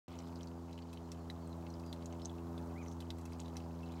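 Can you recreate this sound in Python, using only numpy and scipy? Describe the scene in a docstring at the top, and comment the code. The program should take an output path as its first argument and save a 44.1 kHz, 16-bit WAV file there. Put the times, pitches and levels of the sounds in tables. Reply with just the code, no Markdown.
"""Cygnets dabble in a weedy pond. After an instant of silence a distant engine, probably a propeller
plane, drones over a soft outdoor rush, sinking slowly in pitch. From first to last, bills snap at wet
weed, drops and tiny bubbles pop, and the bank scatters each click. The young peep faintly for the first
2.3 s. Near 2.8 s another bird chirps and a thin twitter follows; one brief chirp comes just before the
end, as the nibbling grows busy again."""
import sys
import numpy as np
from scipy import signal
from scipy.fft import rfft, irfft
from scipy.io import wavfile

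SR = 44100
rng = np.random.default_rng(int(sys.argv[2]) if len(sys.argv) > 2 else 0)


def transcribe(u):
    """Save the signal u as a 16-bit wav file named by the first command-line argument.

    u: samples, shape (n,) or (channels, n), limited to [-1, 1]; the rate is SR.
    q: integer samples, one column per channel.
    """
    v = np.clip(np.atleast_2d(u).T, -1, 1)
    q = np.round(v * 32767).astype(np.int16)
    wavfile.write(sys.argv[1], SR, q)


N = 176400


def from_db(db):
    """Logarithmic level: 20 dB is a tenfold amplitude."""
    return 10 ** (np.asarray(db) / 20)


def rms_one(x):
    """Normalisation to unit mean power."""
    return x / np.sqrt(np.mean(x ** 2) + 1e-20)


def in_time(rows):
    """Linear interpolation of (time [s], value) rows at every sample."""
    return np.interp(np.arange(N) / SR, *np.transpose(rows))


def drift(corner_hz):
    """Low-pass filtered noise: a slow random fluctuation of unit rms."""
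    step, settle = 40, 2000
    pole = np.exp(-2 * np.pi * corner_hz * step / SR)
    white = rng.standard_normal(N // step + settle + 2)
    slow = signal.lfilter([1], [1, -2 * pole, pole ** 2], white)[settle:]
    return np.interp(np.arange(N) / step, np.arange(len(slow)), rms_one(slow))


def noise(spectrum):
    """Spectral shaping: white noise weighted by (frequency [Hz], level [dB]) rows, at unit rms."""
    hz, db = np.transpose(spectrum)
    bins_hz = np.maximum(np.fft.rfftfreq(N, 1 / SR), 1)
    gain = from_db(np.interp(np.log(bins_hz), np.log(hz), db))
    return rms_one(irfft(rfft(rng.standard_normal(N)) * gain, N))


def butter(x, hz, kind):
    """Maximally flat filtering, second order at each edge."""
    return signal.sosfilt(signal.butter(2, hz, kind, fs=SR, output="sos"), x)


def add(out, start_s, sound):
    """Superposition: a sound adds to the mix from its start time."""
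    i = int(start_s * SR)
    out[i:i + len(sound)] += sound[:N - i]


# Spectrum of the microphone hiss: (frequency [Hz], relative density [dB])
HISS_SPECTRUM = [(1000, 13), (2000, 7), (3200, 5), (5000, 5.5), (7000, 5.5), (9000, -3.5), (12000, -18),
                 (16000, -25)]

def microphone_hiss(level_db=-70):
    """Stationary broadband noise: a steady microphone hiss forms the noise floor."""
    return from_db(level_db) * noise(HISS_SPECTRUM)


# Spectrum of the plane's rush: (frequency [Hz], relative density [dB])
RUSH_SPECTRUM = [(25, -17), (40, -26.5), (58, 8), (85, 6), (130, 3.5), (250, 3.5), (450, -0.5), (650, 2),
                 (900, 3), (1200, -3.5), (1600, -13.5), (2400, -30)]
# Envelope of the rush: (time [s], level [dB])
RUSH_LEVEL = [(0.1, -55), (.4, -56), (.8, -59.5), (1.2, -56.5), (1.6, -55.5), (2.2, -56), (2.65, -53),
              (3.0, -56.5), (3.5, -55.5), (4, -56)]

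def plane_rush(blade_phase, throb_depth=0.16):
    """Amplitude modulation: the rush throbs once with each passing blade."""
    throb = 1 + throb_depth * np.cos(blade_phase)
    return from_db(in_time(RUSH_LEVEL)) * noise(RUSH_SPECTRUM) * throb


def ground_smear(x, centre_hz=120, width_hz=100):
    """Group delay: an all-pass filter makes the bass of each blade pulse a few milliseconds late."""
    radius = np.exp(-np.pi * width_hz / SR)
    denominator = [1, -2 * radius * np.cos(2 * np.pi * centre_hz / SR), radius ** 2]
    return signal.lfilter(denominator[::-1], denominator, x)


# Harmonics of the blade rate, from the first up: (relative level [dB])
BLADE_HARMONICS = [0.5, -2.5, -3, -7, -14, -18.5, -19, -21, -26.5, -31.5, -28, -31.5]
# Boost of all harmonics above the first: (time [s], gain [dB])
OVERTONE_GAIN = [(0.1, 2.5), (.8, 1), (1.4, 1.5), (2.0, 1.6), (2.7, 1.1), (3.2, -1), (4, 2.1)]
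# Envelope of the drone: (time [s], relative level [dB])
DRONE_LEVEL = [(0.1, -53), (0.2, -49), (0.76, -49.5), (1.83, -46.5), (2.44, -46.5), (2.51, -45),
               (2.86, -45.5), (3.87, -46.5), (3.95, -47)]

def propeller_drone(blade_phase, gain_db=1, waver_db=0.3123, waver_rad=0.12, waver_hz=1.19):
    """Periodic blade pulses form a harmonic series; each term wavers in the air, more at higher order."""
    overtone_db = in_time(OVERTONE_GAIN)
    drone = np.zeros(N)
    for order, db in enumerate(BLADE_HARMONICS, 1):
        level_db = db + (order > 1) * overtone_db + order * waver_db * drift(waver_hz)
        phase = order * (blade_phase + waver_rad * drift(waver_hz))
        drone += from_db(level_db) * np.cos(phase)
    return from_db(gain_db + in_time(DRONE_LEVEL)) * rms_one(ground_smear(drone))


# Blade-passage rate of the propeller: (time [s], frequency [Hz])
BLADE_RATE = [(0.1, 84.8), (.7, 84.4), (1.3, 83.63), (1.8, 83.68), (2.25, 84.42), (2.7, 84.24),
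              (3.05, 83.94), (3.6, 83.45), (4, 83.56)]

def plane():
    """Phase is the integral of frequency: one blade phase drives both drone and rush."""
    blade_phase = 2 * np.pi * np.cumsum(in_time(BLADE_RATE)) / SR
    return propeller_drone(blade_phase) + plane_rush(blade_phase)


# Thin, buzzy bird notes: (start [s], end [s], centre [Hz], bandwidth [Hz], level [dB])
TWITTERS = [(2.813, 2.853, 6360, 1110, -70), (2.846, 2.95, 6150, 1010, -66.5)]

def twitter(grain_db=4):
    """Random amplitude modulation roughens narrow-band noise into high notes that swell and fade."""
    out = np.zeros(N)
    for start, end, hz, width_hz, db in TWITTERS:
        envelope = np.sqrt(np.hanning(int((end - start) * SR)))
        band = butter(rng.standard_normal(N), [hz - width_hz / 2, hz + width_hz / 2], "band")
        voice = band * from_db(grain_db * drift(100))
        add(out, start, from_db(db) * envelope * rms_one(voice[:len(envelope)]))
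    return out


def whistle(hz, db, flutter_db, jitter):
    """Frequency and amplitude modulation: a near-pure tone wavers as it swells and fades."""
    n = len(hz)
    wavering_hz = hz * (1 + jitter * drift(93)[:n])
    phase = 2 * np.pi * np.cumsum(wavering_hz) / SR
    envelope = np.sqrt(np.sin(np.pi * np.arange(n) / n))
    return from_db(db + flutter_db * drift(42)[:n]) * envelope * np.sin(phase)


# Calls of another bird: (time [s], duration [s], pitch at the ends [Hz], at the turn [Hz], level [dB])
CHIRPS = [(2.748, .087, 1870, 2480, -60), (3.828, 0.019, 2708, 2651, -58)]

def chirps():
    """An arched frequency sweep: each whistle bends away from its first pitch and returns."""
    out = np.zeros(N)
    for start, duration, ends_hz, turn_hz, db in CHIRPS:
        progress = np.linspace(0, 1, int(duration * SR))
        hz = ends_hz + (turn_hz - ends_hz) * np.sin(np.pi * progress ** 1.34)
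        add(out, start, whistle(hz, db, flutter_db=1.5, jitter=.003))
    return out


# Calls of the cygnets: (time [s], duration [s], first pitch [Hz], last pitch [Hz], level [dB])
PEEPS = [(.14, .2, 5250, 4950, -81), (.52, .13, 5050, 4500, -81), (.99, .09, 4600, 4150, -79),
         (1.17, .09, 4600, 4100, -79), (1.40, .08, 4550, 4200, -77), (1.49, .09, 4200, 3950, -75),
         (1.66, .07, 4700, 4150, -74), (1.84, .085, 4950, 4620, -67), (2.21, .05, 5500, 5100, -71),
         (2.26, .05, 3900, 3400, -75)]

def peeps():
    """A falling frequency sweep: each faint whistle slides down and levels off."""
    out = np.zeros(N)
    for start, duration, first_hz, last_hz, db in PEEPS:
        progress = np.linspace(0, 1, int(duration * SR))
        hz = last_hz + (first_hz - last_hz) * (1 - progress) ** 1.46
        add(out, start, whistle(hz, db, flutter_db=3, jitter=.018))
    return out


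def ring(impulses, hz, t60):
    """Damped resonance: each impulse starts a sine that falls 60 dB in t60 seconds."""
    radius, angle = from_db(-60 / (t60 * SR)), 2 * np.pi * hz / SR
    return signal.lfilter([0, np.sin(angle)], [1, -2 * radius * np.cos(angle), radius ** 2], impulses)


# How busily the birds nibble: (time [s], gain of pop rate and amplitude [dB])
FEEDING_ACTIVITY = [(0.1, 12), (.45, 0.5), (.6, -4), (.8, 1), (1.2, -1.5), (1.7, -1.5), (2.25, 3.5),
                    (2.45, -4.5), (2.75, 0.5), (3.0, -5), (3.45, 3), (3.7, -0.5), (3.9, 8.5)]

def nibbles(base_per_s=120, base_db=-64, spread_db=4, ceiling_db=-56, ring_cycles=18):
    """A random point process: tiny bubbles pop, more often and louder when the birds are busy."""
    busy_db = in_time(FEEDING_ACTIVITY)
    pop_db = np.minimum(base_db + busy_db + spread_db * rng.exponential(1, N), ceiling_db)
    amplitudes = from_db(pop_db) * rng.choice([-1, 1], N)
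    pops = amplitudes * (rng.random(N) < base_per_s * from_db(busy_db) / SR)
    pitches_hz = np.geomspace(2300, 7800, 16)
    pitch_index = rng.integers(0, len(pitches_hz), N)
    return sum(ring(pops * (pitch_index == k), hz, ring_cycles / hz) for k, hz in enumerate(pitches_hz))


def wet_cavity(t, hz, t60, contact_s=.0001, crackle_db=-16, crackle_s=.003, crackle_octaves=1.3):
    """Cavity resonance: a brief ring and a wet crackle around its pitch, with little top treble."""
    cavity = np.sin(2 * np.pi * hz * t) * from_db(-60 * t / t60) * (1 - np.exp(-t / contact_s))
    edges_hz = hz * 2 ** (crackle_octaves * np.array([-.5, .5]))
    band = rms_one(butter(rng.standard_normal(len(t)), edges_hz, "band"))
    crackle = from_db(crackle_db) * band * np.exp(-t / crackle_s)
    return signal.sosfilt(signal.butter(10, 8300, fs=SR, output="sos"), cavity + crackle)


def contact_tick(t, spray_db=-14.5, spray_s=.0085, band_hz=(1830, 12500), soften_hz=6800):
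    """Impact transient: an impulse and decaying spray, their treble softened by the wet contact."""
    impulse = t == 0
    spray = from_db(spray_db) * rng.standard_normal(len(t)) * np.exp(-t / spray_s)
    pole = np.exp(-2 * np.pi * soften_hz / SR)
    return signal.lfilter([1 - pole], [1, -pole], butter(impulse + spray, band_hz, "band"))


# Bill snaps and drops: (time [s], ring level [dB], resonance [Hz], t60 [s], relative tick level [dB])
SNAPS = [(0.189, -35.5, 5660, 0.0027, -69), (0.3577, -45, 4900, 0.0043, -59),
         (.409, -43, 3280, 0.0072, -55), (0.4314, -41, 5700, 0.005, -58), (0.473, -44, 4640, 0.0064, -60),
         (0.7106, -52, 2620, 0.0051, -58), (.729, -42.5, 4160, 0.0016, -55),
         (0.7779, -45, 2850, 0.011, -56), (0.7887, -43.5, 3000, 0.0051, -62),
         (0.8225, -49, 4500, 0.0072, -70), (0.93, -47, 2900, 0.0028, -44), (0.9737, -44, 3040, 0.0047, -60),
         (1.1178, -33, 5500, 0.0032, -42.5), (1.2995, -42, 1910, 0.012, -57),
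         (1.3007, -38.5, 3860, 0.012, -48), (1.4742, -47, 8344, 0.0072, -56),
         (1.5287, -49, 4000, 0.0066, -69), (1.6667, -39, 2656, 0.0039, -64),
         (1.703, -43.5, 6000, .004, -69), (1.7397, -49, 4940, 0.012, -72), (1.798, -47, 4706, 0.0034, -51),
         (1.863, -47.5, 6600, 0.0044, -51), (1.928, -36.5, 3500, 0.009, -42),
         (2.0242, -46.5, 3520, 0.0035, -60), (2.0581, -34.5, 6720, 0.0054, -47),
         (2.1252, -48, 2920, 0.0067, -66), (2.126, -45, 6240, 0.0059, -67), (2.198, -48, 3300, .005, -61),
         (2.218, -39, 4040, 0.0031, -60), (2.25, -37, 5800, 0.0035, -62), (2.256, -30, 6340, 0.0098, -75),
         (2.296, -50, 3410, 0.024, -72), (2.384, -48.5, 2700, .006, -75), (2.579, -45, 3500, 0.012, -51),
         (2.862, -42.5, 2050, .005, -57), (2.883, -44, 5770, 0.0067, -60),
         (2.915, -51.5, 3460, 0.0075, -52), (3.0043, -42, 3500, .010, -41), (3.023, -47, 2980, 0.0059, -56),
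         (3.1044, -31, 3700, 0.005, -44.5), (3.184, -51, 8000, .004, -48), (3.213, -50, 7500, 0.0039, -52),
         (3.2544, -40, 6430, 0.0027, -44), (3.322, -47, 2260, .005, -48), (3.333, -45.5, 4850, .006, -58),
         (3.396, -42.5, 2950, 0.0038, -55), (3.4012, -30, 6940, 0.0029, -50),
         (3.416, -46, 3300, 0.0051, -54), (3.459, -45.5, 3700, .007, -62), (3.481, -48, 3920, 0.0057, -54),
         (3.557, -47.5, 1663, .007, -53), (3.5681, -35.5, 5770, .006, -45),
         (3.5694, -44.5, 3364, .005, -42), (3.6027, -49, 2800, .007, -67), (3.831, -53, 2744, 0.0059, -54),
         (3.92, -49, 3620, 0.0045, -54)]

def bill_snaps(tick_gain_db=4.5, reflection_s=.0015, reflection_db=-2):
    """Impulse excitation: each snap ticks and rings a small cavity; the water reflects the tick."""
    out, t = np.zeros(N), np.arange(SR // 20) / SR
    for start, ring_db, hz, t60, tick_db in SNAPS:
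        cavity = from_db(ring_db) * wet_cavity(t, hz, t60)
        tick = from_db(tick_gain_db + tick_db) * contact_tick(t)
        add(out, start, cavity + tick)
        add(out, start + reflection_s, from_db(reflection_db) * tick)
    return out


def scatter(x, level_db, t60):
    """Diffuse reflection: reeds and bank throw back an exponentially decaying tail."""
    t = np.arange(SR // 3) / SR
    tail = butter(rng.standard_normal(len(t)), 6000, "low") * from_db(-60 * t / t60)
    return from_db(level_db) * signal.fftconvolve(x, tail / np.linalg.norm(tail))[:N]


def scene():
    """Superposition in mono: feeding close by, more reverberant calls further out, the plane far off."""
    feeding = bill_snaps() + nibbles()
    calls = peeps() + chirps() + twitter()
    echoes = scatter(feeding, level_db=-11, t60=.05) + scatter(calls, level_db=-8, t60=.11)
    return (plane() + microphone_hiss() + echoes + calls + feeding)[None]


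def record(dry, start_s=.08, cutoff_hz=15800):
    """Gating and band limiting: sound begins after a moment of silence, and the top treble is cut."""
    gate = np.arange(N) / SR >= start_s
    return signal.sosfilt(signal.ellip(12, .1, 70, cutoff_hz, fs=SR, output="sos"), dry * gate)


dry = scene()
out = record(dry)
transcribe(out)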